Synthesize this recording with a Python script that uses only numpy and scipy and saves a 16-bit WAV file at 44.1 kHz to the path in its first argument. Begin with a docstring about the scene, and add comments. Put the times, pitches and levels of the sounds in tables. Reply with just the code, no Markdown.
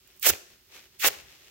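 """A soft foam sponge is ripped twice by two hands, close to the microphone in a small room.
Each rip is a rush of snapping cell walls; as the gap opens, its hollow sound reaches lower and lower.
Fingers rub the foam, single strands tick, loose chunks flap and push air at the microphone,
and the hands spring back with a thump. The room hums faintly."""
import sys
import numpy as np
from scipy import signal
from scipy.io import wavfile

SR = 44100
rng = np.random.default_rng(int(sys.argv[2]) if len(sys.argv) > 2 else 0)


def wav_out(sig):
    """Save sig, one row per channel (or a flat mono array), as 16-bit PCM at SR to the path in sys.argv[1]."""
    wavfile.write(sys.argv[1], SR, np.round(np.clip(np.atleast_2d(sig).T, -1, 1) * 32767).astype(np.int16))


N = 66150
TIME = np.arange(N) / SR
SIDES = np.array([[1], [-1]])   # plus for the left channel, minus for the right


def from_db(db):
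    """Turn decibels into a factor to multiply a sound by."""
    return 10 ** (np.asarray(db) / 20)


def rms_one(x):
    """Scale a signal so that its average strength (rms) is 1."""
    return x / np.sqrt(np.mean(x ** 2) + 1e-20)


def at_hz(points, hz, column=1):
    """Read a table between its rows, on a scale where all octaves are equally wide."""
    table = np.array(points)
    return np.interp(np.log(hz), np.log(table[:, 0]), table[:, column])


def bands():
    """List the middle frequency and the filter of each band, from bass to treble."""
    edges_hz = np.concatenate([np.geomspace(28, 280, 9)[:-1], np.geomspace(280, 16500, 25)])
    return [(np.sqrt(low * high), signal.butter(2, [low, high], "band", fs=SR, output="sos"))
            for low, high in zip(edges_hz, edges_hz[1:])]


def hiss():
    """Two pairs of unrelated white noises; neighbouring bands use different pairs."""
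    return rng.standard_normal((2, 2, N))


def snaps(per_s, spread_db):
    """Tiny clicks of uneven size at random moments."""
    happens = rng.random(N) < per_s / SR
    sizes = from_db(spread_db * np.minimum(rng.exponential(1, N), 5))
    return hiss() * happens * sizes + 1e-18


def coloured(source, spectrum, shape=lambda hz: 1, lean=1):
    """Give noise a tone colour and a stereo spread at rms 1, then shape each band over time."""
    # how alike left and right are: f/Hz, likeness (1 = the same)
    likeness = [(60, 0.7), (300, 0.78), (700, 0.42), (1400, 0.5), (2700, 0.4), (4600, -0.28), (8000, -0.06),
                (15000, -0.17)]
    # how much louder the left is, scaled by lean: f/Hz, level/dB
    balance = [(60, -1.5), (300, -5), (650, 4), (1400, 4.5), (2800, 1.5), (5200, -2), (8000, -5.5),
               (10500, -2.5), (13000, -13), (16000, -21.5)]
    steady, shaped = 0, 0
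    for k, (hz, sos) in enumerate(bands()):
        mid, side = signal.sosfilt(sos, source[k % 2])
        alike = np.clip(at_hz(likeness, hz), -1, 1)
        stereo = np.sqrt(1 + alike) * mid + np.sqrt(1 - alike) * side * SIDES
        pan = rms_one(from_db(SIDES * lean * at_hz(balance, hz) / 2))
        band = from_db(at_hz(spectrum, hz)) * pan * stereo
        steady += band
        shaped += band * shape(hz)
    return shaped / np.sqrt(np.mean(steady ** 2))


def strikes(rows, decay_s):
    """Loudness over time of events that start suddenly and die away."""
    return sum(from_db(db) * (TIME >= s) * np.exp(-np.abs(TIME - s) / decay_s) for s, db in rows)


def swells(rows):
    """Loudness over time of events that rise and fall smoothly."""
    bells = [from_db(db) * np.exp(-.5 * ((TIME - s) / width) ** 2) for s, width, db in rows]
    return np.sqrt(sum(bell ** 2 for bell in bells) + 1e-20)


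def follow(curve, boost_db, fade_db_per_s=2393):
    """Loudness over time that follows a curve and fades quickly beyond its ends."""
    times, db = np.transpose(curve)
    outside_s = np.abs(TIME - np.clip(TIME, times[0], times[-1]))
    return from_db(np.interp(TIME, times, db) + boost_db - fade_db_per_s * outside_s)


def background():
    """The room hisses faintly and has two low, wavering hums."""
    # tone colour of the hiss: f/Hz, relative level/dB
    spectrum = [(30, -13), (70, -9), (130, -10), (250, -11), (450, -20.5), (750, -22), (2000, -17),
                (5000, -13.5), (10000, -22.5), (16000, -14)]
    # room resonances: f/Hz, filter width/Hz, level/dB
    hums = [(66.7, 51, -74), (371.5, 47, -75.5)]
    sound = from_db(-62) * coloured(hiss(), spectrum, lean=0.83)
    for hz, width, db in hums:
        b, a = signal.iirpeak(hz, hz / width, fs=SR)
        narrow_noise = signal.lfilter(b, a, rng.standard_normal(N))
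        sound += from_db(db) * rms_one(signal.lfilter(b, a, narrow_noise))
    return sound


def rubs():
    """Skin drags over the foam's open cells in soft, grainy strokes."""
    # finger strokes: middle t/s, half width/s, level/dB
    strokes = [(0.11, 0.06, -62), (0.316, 0.013, -36.5), (0.35, 0.021, -45.5), (0.52, 0.029, -58.5),
               (0.765, 0.037, -48.5), (0.845, 0.028, -57), (0.955, 0.026, -61.5), (1.122, 0.028, -42.5),
               (1.19, 0.027, -50.5), (1.32, 0.052, -54), (1.46, 0.058, -55.5)]
    # tone colour: f/Hz, relative level/dB
    spectrum = [(150, -20), (400, 0.5), (650, -4), (1100, -5.5), (1800, -2), (2600, 2.5), (4300, -2),
                (6000, -2), (9500, -12.5), (14000, -6.5), (16000, -15.5)]
    grains = coloured(snaps(per_s=10000, spread_db=3.5), spectrum)
    return grains * swells(strokes) * from_db(SIDES * 0.76)   # a little to the left


def ticks():
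    """Single strands snap under the strain, each with a bright tick."""
    # breaking strands: t/s, level/dB
    breaks = [(0.074, -50.5), (0.1625, -53), (0.173, -51), (0.196, -40), (0.2289, -22.5), (0.2686, -14.5),
              (0.2845, -18), (0.2985, -29)]
    # tone colour: f/Hz, relative level/dB
    spectrum = [(1500, -35), (3500, -28), (6000, -12), (9000, -5), (12000, -11), (15000, 0.5)]
    return coloured(hiss(), spectrum) * strikes(breaks, decay_s=0.0035)


def opening_gap(start_s, opening_s):
    """The gap passes sound above its resonance, which falls as it widens. Returns a gain per band."""
    slit_hz, open_hz = 1990, 306
    sharpness, leak_db = 1.134, -23   # a little sound leaks through below the resonance
    gap_hz = np.interp(TIME, [start_s, start_s + opening_s], [slit_hz, open_hz])

    def gain(hz):
        ratio = hz / gap_hz
        resonance = (1 - ratio ** 2) ** 2 + (ratio / sharpness) ** 2
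        high_pass = ratio ** 4 / np.sqrt(resonance * (1 + ratio ** 4))
        return from_db(leak_db) + high_pass
    return gain


def rips():
    """Cell walls snap in a dense rush: a high fizz and a hollow sound, both shaped by the gap."""
    # one gap per rip: start t/s, time to open/s, fizz boost/dB, hollow boost/dB
    gaps = [(0.228, 0.036, 1.63, 0.9), (1.008, 0.057, 3.8, 1.3)]
    # loudness before the boost, one curve per rip: t/s, level/dB
    fizz_curves = [
        [(0.214, -49.5), (0.232, -36.5), (0.242, -32.5), (0.264, -19.5), (0.302, -18), (0.314, -46.5)],
        [(0.984, -72), (0.998, -44), (1.066, -23), (1.082, -21), (1.092, -48)],
    ]
    hollow_curves = [
        [(0.22, -84), (0.228, -36.5), (0.268, -24), (0.28, -31.5), (0.304, -28.5), (0.312, -38.5)],
        [(0.992, -63), (1.0, -46), (1.048, -21), (1.072, -27.5), (1.086, -31), (1.094, -43.5)],
    ]
    # tone colours: f/Hz, relative level/dB
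    fizz_spectrum = [(1500, -19.5), (3000, -4.5), (4200, -4.5), (5600, -1.5), (7200, 1.5), (9000, -7),
                     (11000, -2.5), (13500, 2), (16000, 1.5)]
    hollow_spectrum = [(200, -19), (320, 3), (600, -0.5), (1000, -4.5), (1600, 0.5), (2800, 0), (4000, -4),
                       (7000, -10.5), (16000, -52)]
    snaps_per_s, spread_db = 20000, 2
    sound = 0
    for k, (start_s, opening_s, fizz_db, hollow_db) in enumerate(gaps):
        gap = opening_gap(start_s, opening_s)
        fizz = coloured(snaps(snaps_per_s, spread_db), fizz_spectrum, gap)
        hollow = coloured(snaps(snaps_per_s, spread_db), hollow_spectrum, gap)
        sound += fizz * follow(fizz_curves[k], fizz_db) + hollow * follow(hollow_curves[k], hollow_db)
    return sound


def flaps():
    """Chunks of foam give way or spring back against the fingers with a dull pat."""
    # pats of foam: t/s, level/dB
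    pats = [(0.2686, -19.5), (0.3012, -22.5), (0.3352, -27.5), (0.352, -38.5), (0.837, -53), (1.046, -20.5),
            (1.055, -22.5), (1.0842, -22)]
    # tone colour: f/Hz, relative level/dB
    spectrum = [(100, -16), (400, -1), (900, -3), (1500, -1.5), (3000, -2.5), (6000, -15), (16000, -31)]
    return coloured(hiss(), spectrum) * strikes(pats, decay_s=0.0026)


def puffs():
    """Moving hands and foam push air at the microphone, making brief rumbles."""
    # pushes of air: middle t/s, half width/s, level/dB
    pushes = [(0.314, 0.015, -44), (0.338, 0.0097, -62), (0.535, 0.0126, -69), (1.105, 0.016, -61),
              (1.22, 0.071, -65)]
    # tone colour: f/Hz, relative level/dB
    spectrum = [(30, -20), (55, -6.5), (90, -2.5), (145, -8), (250, -17), (600, -57)]
    return coloured(hiss(), spectrum) * swells(pushes)


def thumps():
    """The hands spring back as the foam parts and give a low, short thump."""
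    # jolts of the hands: t/s, level/dB
    jolts = [(0.3102, -37.5), (1.087, -68)]
    pitch_hz, decay_s = 87, 0.12 / np.log(1000)   # fades by 60 dB in 0.12 s
    ring = sum(strikes([(s, db)], decay_s) * np.sin(2 * np.pi * pitch_hz * (TIME - s)) for s, db in jolts)
    return ring * from_db(SIDES * -2.5)   # toward the right


def room_echo(sound):
    """The room answers with a smooth tail of echoes, different on each side."""
    # echo tail: f/Hz, level/dB, time to fade by 60 dB/s
    echoes = [(100, -13.5, 0.35), (354, -13.5, 0.52), (900, -17.5, 0.56), (2480, -21, 0.7),
              (5400, -16, 0.5), (10100, -21.5, 0.46), (15100, -19, 0.24)]
    delay_s, crossfeed, left_db = 0.0033, 0.2, 1.4
    noise, tail = hiss(), 0
    for k, (hz, sos) in enumerate(bands()):
        decay = np.exp(-np.log(1000) * TIME / at_hz(echoes, hz, column=2)) * (TIME > delay_s)
        band = signal.sosfilt(sos, noise[k % 2] * decay) / np.sqrt(np.sum(decay ** 2))
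        tail += from_db(at_hz(echoes, hz)) * band
    blended = sound + crossfeed * sound[::-1]   # each side gets a little of the other
    return signal.fftconvolve(blended, tail, axes=1)[:, :N] * from_db(SIDES * left_db)


def scene():
    """Add up all the sounds; only those of the sponge echo in the room."""
    sponge = rips() + ticks() + flaps() + rubs()
    return sponge + room_echo(sponge) + thumps() + puffs() + background()


def record(dry):
    """Cut away the very highest treble with a steep filter."""
    cutoff_hz = 15900
    return signal.sosfilt(signal.ellip(12, 0.1, 80, cutoff_hz, fs=SR, output="sos"), dry)


dry = scene()
out = record(dry)
wav_out(out)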